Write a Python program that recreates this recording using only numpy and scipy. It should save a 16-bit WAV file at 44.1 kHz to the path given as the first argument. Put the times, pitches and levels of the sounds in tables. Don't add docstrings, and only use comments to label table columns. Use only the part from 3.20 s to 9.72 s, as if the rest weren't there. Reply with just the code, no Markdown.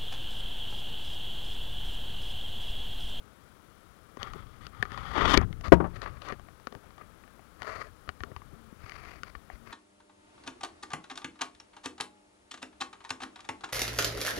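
import sys
import numpy as np
from scipy import signal
from scipy.fft import rfft, irfft, next_fast_len
from scipy.io import wavfile
from scipy.ndimage import uniform_filter1d, map_coordinates

SR = 44100
rng = np.random.default_rng(int(sys.argv[2]) if len(sys.argv) > 2 else 0)


def wav_out(sig):
    wavfile.write(sys.argv[1], SR, np.round(np.clip(np.atleast_2d(sig).T, -1, 1) * 32767).astype(np.int16))


N = 287752

# frequency in Hz, density in dB. All table levels are relative.
MURMUR_SPECTRUM = [(12, -48.5), (20, -6), (65, -1.5), (167, -6.5), (213, -4.5), (245, -8.5), (311, -7),
                   (351, -11), (420, -9.5), (455, -11.5), (503, -11), (736, -15), (960, -15.5), (1290, -10),
                   (1670, -17), (2400, -24.5), (3120, -64), (5280, -120)]
HISS_SPECTRUM = [(1500, -25), (2400, -2), (3200, 0), (4300, -4), (8000, -8), (15500, -10.5)]
ROCKING_SPECTRUM = [(12, -40), (20, -3), (81, -2), (124, -6), (172, -13.5), (297, -23), (450, -25.5),
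                    (580, -55.5), (990, -120)]
DRAG_SPECTRUM = [(100, -7), (220, -3.5), (400, -2), (620, -10.5), (900, -14), (2500, -42.5)]
CREEP_SPECTRUM = [(120, -33), (200, -17), (601, -8.5), (656, -15), (795, -4.5), (947, -9.5), (1230, 3.5),
                  (1630, -11.5), (1900, -6.5), (2700, -23), (3270, -18), (4030, -29), (4400, -29),
                  (7970, -45), (13000, -52.5)]
SLIDE_SPECTRUM = [(120, -37), (200, -4.5), (292, -2.5), (521, -9.5), (912, -6.5), (1200, 0.5),
                  (1570, -10.5), (1910, -8), (2700, -20.5), (3060, -16), (3670, -18.5), (4010, -28.5),
                  (5170, -30), (8720, -47.5), (15000, -60.5)]
SCUFF_SPECTRUM = [(120, -39), (200, -13.5), (422, -6), (461, -10), (581, -5), (922, -12.5), (1180, 0),
                  (1390, -9), (1880, -9.5), (3380, -23.5), (4180, -24), (8070, -43), (14000, -55.5)]
RUB_SPECTRUM = [(150, -49), (250, -11.5), (375, -7.5), (436, 2.5), (490, -7.5), (631, -0.5), (841, -12),
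                (1200, 2.5), (1540, -6), (1890, -3), (3400, -25.5), (4380, -19), (8740, -37.5),
                (12000, -45), (14000, -48.5)]
BRUSH_SPECTRUM = [(180, -30), (300, -5), (415, -1), (507, -9.5), (734, -1), (844, -8.5), (1170, 1),
                  (1640, -4), (2200, -1), (3550, -18.5), (4680, -12.5), (7670, -29.5), (12000, -34),
                  (15600, -64), (22000, -120)]
CRUNCH_SPECTRUM = [(100, -15), (350, 10.5), (1200, 10.5), (2000, -4), (4000, -14.5), (8000, -20.5),
                   (15000, -16.5)]
THUD_SPECTRUM = [(30, -1.5), (80, 3.5), (300, -2.5), (500, -10.5), (1150, -18), (2200, -38), (5000, -56.5)]

# frequency in Hz, level in dB, T60 in seconds.
CASE_MODES = [(235, 0, 0.033), (392.5, -5, 0.05), (515, -3.5, 0.023), (742, -9.5, 0.038), (1151, 0, 0.031),
              (1470, -4, 0.022), (1820, 4.5, 0.01), (2240, -1.5, 0.0068), (3000, -2, 0.0051),
              (3685, -14, 0.0093), (4450, 2, 0.0022), (6370, -13.5, 0.0066), (7600, -26.5, 0.0035),
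              (9360, -24, 0.0055), (12300, -29, 0.0048)]
FRAME_MODES = [(67.3, -18, .36), (107.4, -19.5, 0.2), (173.6, -15.5, 0.31), (244.3, -13, 0.13),
               (324.5, 0.5, 0.065), (379, 3, 0.046), (534, -2, .045), (658, -7, 0.05), (804, -17, 0.034),
               (938, -19.5, 0.13), (1108, -19, 0.11), (1577, -12.5, 0.037), (1940, -15, 0.044),
               (2620, -24.5, .025)]
# frequency in Hz, Q, gain in dB.
WALL_MODES = [(1240, 8.8, -16.5), (3420, 11, -10), (4580, 16, -3.5), (6500, 14, -3), (10700, 18, 4),
              (12220, 21, 3.5)]

# start in seconds, end in seconds, level in dB.
WING_WHIRS = [(5.324, 5.54, -61), (6.353, 6.567, -62.5)]
WAX_DRAGS = [(1.145, 1.175, -45), (2.29, 2.335, -59), (3.535, 3.58, -51), (5.035, 5.135, -53.5),
             (5.325, 5.355, -53.5)]
# start in seconds, end in seconds, rasp (low band) in dB, fizz (high band) in dB.
CREEP_STROKES = [(0.985, 1.12, -46, -60), (1.09, 1.26, -54.5, -66.5), (1.24, 1.42, -64, -73),
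                 (1.405, 1.49, -53, -61.5), (1.51, 1.74, -54.5, -69), (1.685, 2.1, -43.5, -56.5)]
SCUFF_STROKES = [(2.435, 2.498, -40, -49), (2.66, 3.26, -58.5, -71.5), (2.74, 2.79, -60, -65),
                 (2.812, 2.856, -41.5, -50.5), (2.853, 2.9, -44.5, -63.5), (3.015, 3.11, -49.5, -56),
                 (3.078, 3.15, -42, -60), (3.62, 3.7, -64, -85), (3.77, 3.87, -56.5, -80)]
RUB_STROKES = [(4.385, 4.7, -43, -57)]
BRUSH_STROKES = [(5.57, 6.01, -53, -62.5), (6.03, 6.11, -57, -64), (6.3, 6.365, -57, -68),
                 (6.45, 6.54, -55, -64.5)]
# time in seconds, rasp in dB, fizz in dB.
SLIDE_CURVE = [(1.935, -42, -52), (1.978, -29.5, -41), (2.05, -30.5, -40.5), (2.075, -30, -36.5),
               (2.142, -25, -29.5), (2.16, -32.5, -45.5), (2.174, -27, -33.5), (2.192, -35.5, -59),
               (2.235, -45, -64), (2.252, -52.5, -86)]

# time in seconds, peak in dB, pitch in Hz.
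WAX_BUMPS = [(0.995, -44, 89), (1.599, -35, 110), (2.177, -18.5, 60), (2.306, -33, 143), (2.48, -28, 70),
             (2.898, -40, 90), (3.554, -41, 115), (4.411, -45, 90), (4.585, -47, 125), (4.884, -38.5, 82),
             (5.008, -38, 77), (5.115, -41.5, 103), (5.164, -40, 84.5), (5.334, -44.5, 128),
             (5.526, -41, 226), (5.638, -41.5, 94), (6.16, -44, 53.5), (6.334, -42, 49)]
# time in seconds, ring peak in dB, thump and snap in dB re ring,
# pitch of the touched spot in Hz.
CASE_TICKS = [(0.971, -36.5, -0.5, -9, 1070), (1.03, -27.5, -8.5, 5, 3280), (1.1351, -35, -21, -5, 1140),
              (1.4673, -37.5, -13, 3, 1390), (1.6266, -15.5, -15, -9, 1750), (1.653, -33.5, -7, -8, 1230),
              (1.719, -36, -3, -2, 1750), (1.7761, -29.5, -28, -4, 1090), (2.175, -11.5, -1, 2.5, 2300),
              (2.214, -25, -8, -10.5, 790), (2.3277, -39.5, -15, -2.5, 2140), (2.4107, -42, -19, -1, 664),
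              (2.4821, -35.5, 0, -1, 1140), (2.8182, -29, -26, -3.5, 1200), (2.8608, -26.5, -24, -22, 1150),
              (3.0195, -42.5, -11, 5.5, 630), (3.0871, -34, -16, 0.5, 1140),
              (3.1233, -30.5, 0.5, -5.5, 1160), (3.196, -41.5, -12, -7, 710), (3.2858, -40, -28, -17, 714),
              (3.4708, -26, -6.5, -8, 1290), (3.5245, -38, -1, -2, 710), (3.5505, -36.5, -4, -7, 870),
              (3.7804, -43.5, -23, -5.5, 790), (4.0376, -44.5, -8, -23, 1200),
              (4.1938, -44.5, -8, -23, 734), (4.4199, -27, -14, -4, 1148), (4.4306, -38.5, -7, 3, 940),
              (4.8764, -43.5, -2, -20, 1250), (4.8909, -23.5, -11.5, -5.5, 1154),
              (5.0053, -35.5, -10, -5.5, 1830), (5.0356, -25.5, -10, -8, 1325),
              (5.1164, -41.5, 1, -18, 654), (5.1638, -32, -9.5, -8, 1010), (5.219, -41.5, -31, -26, 1070),
              (5.6955, -36.5, -25, -1.5, 2200), (5.72, -33.5, -34, -6, 2010), (6.0335, -29, -14, -3, 1447),
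              (6.1513, -32, -11.5, -23, 1800), (6.3009, -33, -30, -23, 746)]
# time in seconds, level in dB, low-pass cutoff in Hz,
# seconds for the crunch to fall 20 dB, wood ring in dB.
FRAME_KNOCKS = [(2.174, -15.5, 230, 0.024, 1.5), (2.52, -1.5, 5600, 0.021, 1),
                (2.534, -11, 9000, 0.011, -6.5), (2.542, -24, 5000, 0.0069, -2),
                (2.601, -17, 1633, 0.025, -5), (2.623, -24.5, 1200, 0.021, -8),
                (2.64, -19.5, 1560, 0.034, -12)]

THUMP_TOP_HZ, SPLIT_HZ, BAND_LIMIT_HZ = 600, 2700, 15830


def amp(db):
    return 10 ** (np.asarray(db) / 20)


def unit_rms(x):
    return x / np.sqrt(np.mean(x ** 2) + 1e-20)


def unit_peak(x):
    return x / (np.abs(x).max() + 1e-12)


def filtered(x, response):
    size = next_fast_len(len(x) + 8192)
    return irfft(rfft(x, size) * response(np.fft.rfftfreq(size, 1 / SR)), size)[:len(x)]


def coloured(x, spectrum):
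    knot_hz, db = np.transpose(spectrum)
    return unit_rms(filtered(x, lambda hz: amp(np.interp(np.log(hz + 1), np.log(knot_hz + 1), db))))


def noise(spectrum, samples=N):
    return coloured(rng.standard_normal(samples), spectrum)


def band(x, hz, kind, order=2):
    return signal.sosfilt(signal.butter(order, min(hz, .45 * SR), kind, fs=SR, output="sos"), x)


def resonance(x, hz, q):
    return signal.lfilter(*signal.iirpeak(hz, q, fs=SR), x)


def wobble(knots_per_s):
    knots = rng.standard_normal(int(N * knots_per_s / SR) + 4)
    return map_coordinates(knots, [np.arange(N) * knots_per_s / SR])


def ringing(modes, t, scatter_db):
    hz, db, t60_s = np.transpose(modes)[:, :, None]
    struck_db = db + scatter_db * rng.standard_normal(hz.shape)
    return amp(struck_db - 60 * t / t60_s) * np.sin(2 * np.pi * hz * t)


def add(track, start_s, sound):
    part = track[round(start_s * SR):][:len(sound)]
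    part += sound[:len(part)]


def swells(rows):
    t, gain = np.arange(N) / SR, np.zeros(N)
    for start_s, end_s, db in rows:
        progress = np.clip((t - start_s) / (end_s - start_s), 0, 1)
        gain += amp(db) * np.sqrt(np.abs(np.sin(np.pi * progress)))
    return gain


def curve_gains(rows):
    t = np.arange(N) / SR
    times_s, *columns_db = np.transpose(rows)
    return amp([np.interp(t, times_s, db, left=-150, right=-150) for db in columns_db])


def strokes(rows, attack, release):
    t, gains = np.arange(N) / SR, np.zeros((2, N))
    for start_s, end_s, rasp_db, fizz_db in rows:
        progress = (t - start_s) / (end_s - start_s)
        envelope = np.clip(np.minimum(progress / attack, (1 - progress) / release), 0, 1)
        gains += amp([[rasp_db], [fizz_db]]) * envelope
    return gains


def hive_murmur():
    return amp(-59 + 0.22 * wobble(3)) * noise(MURMUR_SPECTRUM)


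def electronics(whine_hz=10020, pulse_hz=38.27, duty=0.47):
    t = np.arange(N) / SR
    hiss = amp(-69.5) * noise(HISS_SPECTRUM)
    gate = uniform_filter1d(1. * (t * pulse_hz % 1 < duty), size=60)
    whine = amp(-76) * gate * np.sqrt(2) * np.sin(2 * np.pi * whine_hz * t)
    return hiss + whine


def wings(wingbeat_hz=227, octave_db=-14, waver=0.008):
    phase = 2 * np.pi * np.cumsum(wingbeat_hz * (1 + waver * wobble(20))) / SR
    return swells(WING_WHIRS) * unit_rms(np.sin(phase) + amp(octave_db) * np.sin(2 * phase))


def sway(push, t60_s=0.46):
    pole = np.exp(-np.log(1000) / (t60_s * SR))
    return signal.lfilter([1 - pole], [1, -pole], push) * noise(ROCKING_SPECTRUM)


def rocking(bump_db=-20, knock_db=-42, settle_db_per_s=32):
    t = np.arange(N) / SR
    shoves = [(at_s, db + bump_db) for at_s, db, _ in WAX_BUMPS]
    shoves += [(at_s, db + knock_db) for at_s, db, *_ in FRAME_KNOCKS]
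    power = sum((t > at_s) * amp(db - settle_db_per_s * np.abs(t - at_s)) ** 2 for at_s, db in shoves)
    return sway(np.sqrt(power))


def drags():
    return swells(WAX_DRAGS) * noise(DRAG_SPECTRUM)


def bumps(decay_cycles=0.44):
    out, t = np.zeros(N), np.arange(SR // 6) / SR
    for at_s, db, hz in WAX_BUMPS:
        cycles = hz * t
        swing = np.sin(2 * np.pi * cycles) * cycles * np.exp(-cycles / decay_cycles)
        add(out, at_s, amp(db) * unit_peak(swing))
    return out


def stray_ticks(count=8, span_s=(2.2, 6.5), ring_db=-48.5, thump_db=-13.5, snap_db=-7, spot_hz=955):
    times_s = rng.uniform(*span_s, count)
    scatter = rng.standard_normal((count, 2))
    return [(at_s, ring_db + 2 * size, thump_db, snap_db, spot_hz * np.exp(0.25 * spot))
            for at_s, (size, spot) in zip(times_s, scatter)]


def ticks(spot_t60_s=0.018, grit_t60_s=0.038, snap_t60_s=0.011, rise_s=0.00025, snap_trim_db=-1):
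    out, t = np.zeros(N), np.arange(SR // 8) / SR
    mode_hz = np.transpose(CASE_MODES)[0]
    low, high = mode_hz < THUMP_TOP_HZ, mode_hz >= SPLIT_HZ
    case_spectrum = [(hz, db) for hz, db, _ in CASE_MODES]
    onset = 1 - np.exp(-t / rise_s)
    for at_s, db, thump_db, snap_db, spot_hz in CASE_TICKS + stray_ticks():
        modes = ringing(CASE_MODES, t, scatter_db=2.5) * rng.choice([-1, 1], (len(CASE_MODES), 1))
        spot = 2.4 * np.sin(2 * np.pi * spot_hz * t) * amp(-60 * t / spot_t60_s)
        grit = noise(case_spectrum, len(t)) / 2
        low_grit = band(grit, SPLIT_HZ, "low") * amp(-60 * t / grit_t60_s)
        high_grit = band(grit, SPLIT_HZ, "high") * amp(-60 * t / snap_t60_s)
        thump = modes[low].sum(0)
        ring = modes[~low & ~high].sum(0) + spot + low_grit
        snap = modes[high].sum(0) + high_grit
        for part, part_db in [(ring, 0), (thump, thump_db), (snap, snap_db + snap_trim_db)]:
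            add(out, at_s, amp(db + part_db) * unit_peak(part * onset))
    return out


def scrape(pressure, spectrum, slips_per_s, smooth, jerk_db, rasp_db, fizz_db, sway_db,
           bite=0, bite_hz=5500):
    slips = (rng.random(N) < slips_per_s / SR) * rng.choice([-1, 1], N)
    slips = slips * amp(3 * np.minimum(rng.exponential(size=N), 3))
    friction = unit_rms(slips) + smooth * rng.standard_normal(N)
    friction *= amp(jerk_db * wobble(110))
    walls = sum(amp(db) * resonance(friction, hz, q) for hz, q, db in WALL_MODES)
    vibration = coloured(friction + walls, spectrum)
    low = unit_rms(band(vibration, SPLIT_HZ, "low", order=5))
    high = unit_rms(band(vibration, SPLIT_HZ, "high", order=5))
    rasp, fizz = pressure
    edge = filtered(high, lambda hz: hz ** 8 / (hz ** 8 + bite_hz ** 8))
    high += bite * (fizz / fizz.max() - .5) * edge
    rumble = sway((rasp / rasp.max()) ** 0.56)
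    return amp(rasp_db) * rasp * low + amp(fizz_db) * fizz * high + amp(sway_db) * rumble


def scrapes():
    creep = scrape(strokes(CREEP_STROKES, attack=0.16, release=0.3), CREEP_SPECTRUM, slips_per_s=2000,
                   smooth=1, jerk_db=2.3, rasp_db=-0.26, fizz_db=1.6, sway_db=-43.5)
    slide = scrape(curve_gains(SLIDE_CURVE), SLIDE_SPECTRUM, slips_per_s=1800,
                   smooth=0.55, jerk_db=2.3, rasp_db=1, fizz_db=-0.5, sway_db=-28, bite=0.9)
    scuffs = scrape(strokes(SCUFF_STROKES, attack=0.15, release=0.42), SCUFF_SPECTRUM, slips_per_s=3000,
                    smooth=1, jerk_db=3, rasp_db=0.2, fizz_db=-2, sway_db=-48)
    rub = scrape(strokes(RUB_STROKES, attack=0.32, release=0.32), RUB_SPECTRUM, slips_per_s=1500,
                 smooth=0.8, jerk_db=2.5, rasp_db=0, fizz_db=-0.5, sway_db=-55)
    brush = scrape(strokes(BRUSH_STROKES, attack=0.29, release=0.12), BRUSH_SPECTRUM, slips_per_s=2100,
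                   smooth=0.68, jerk_db=3, rasp_db=0.4, fizz_db=-1, sway_db=-56.5)
    return creep + slide + scuffs + rub + brush


def knocks(crunch_db=-7, thud_db=-19, thud_t60_s=0.26, rise_s=0.0022):
    out, t = np.zeros(N), np.arange(SR // 2) / SR
    onset = 1 - np.exp(-t / rise_s)
    for at_s, db, cutoff_hz, crunch_s, wood_db in FRAME_KNOCKS:
        wood = amp(wood_db) * ringing(FRAME_MODES, t, scatter_db=1).sum(0)
        crunch = noise(CRUNCH_SPECTRUM, len(t)) * amp(crunch_db - 20 * t / crunch_s)
        thud = noise(THUD_SPECTRUM, len(t)) * amp(thud_db - 60 * t / thud_t60_s)
        blow = (wood + crunch + thud) * onset
        add(out, at_s, amp(db) * band(blow, cutoff_hz, "low"))
    return out


def scene():
    friction = scrapes() + drags()
    contacts = rocking() + bumps() + ticks() + knocks()
    microphone = friction + contacts + wings() + hive_murmur() + electronics()
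    return np.array([2 * microphone, np.zeros(N)])


def record(dry):
    clipped = dry / (1 + np.abs(dry) ** 6) ** (1 / 6)
    return np.array([filtered(channel, lambda hz: hz < BAND_LIMIT_HZ) for channel in clipped])


dry = scene()
out = record(dry)
wav_out(out)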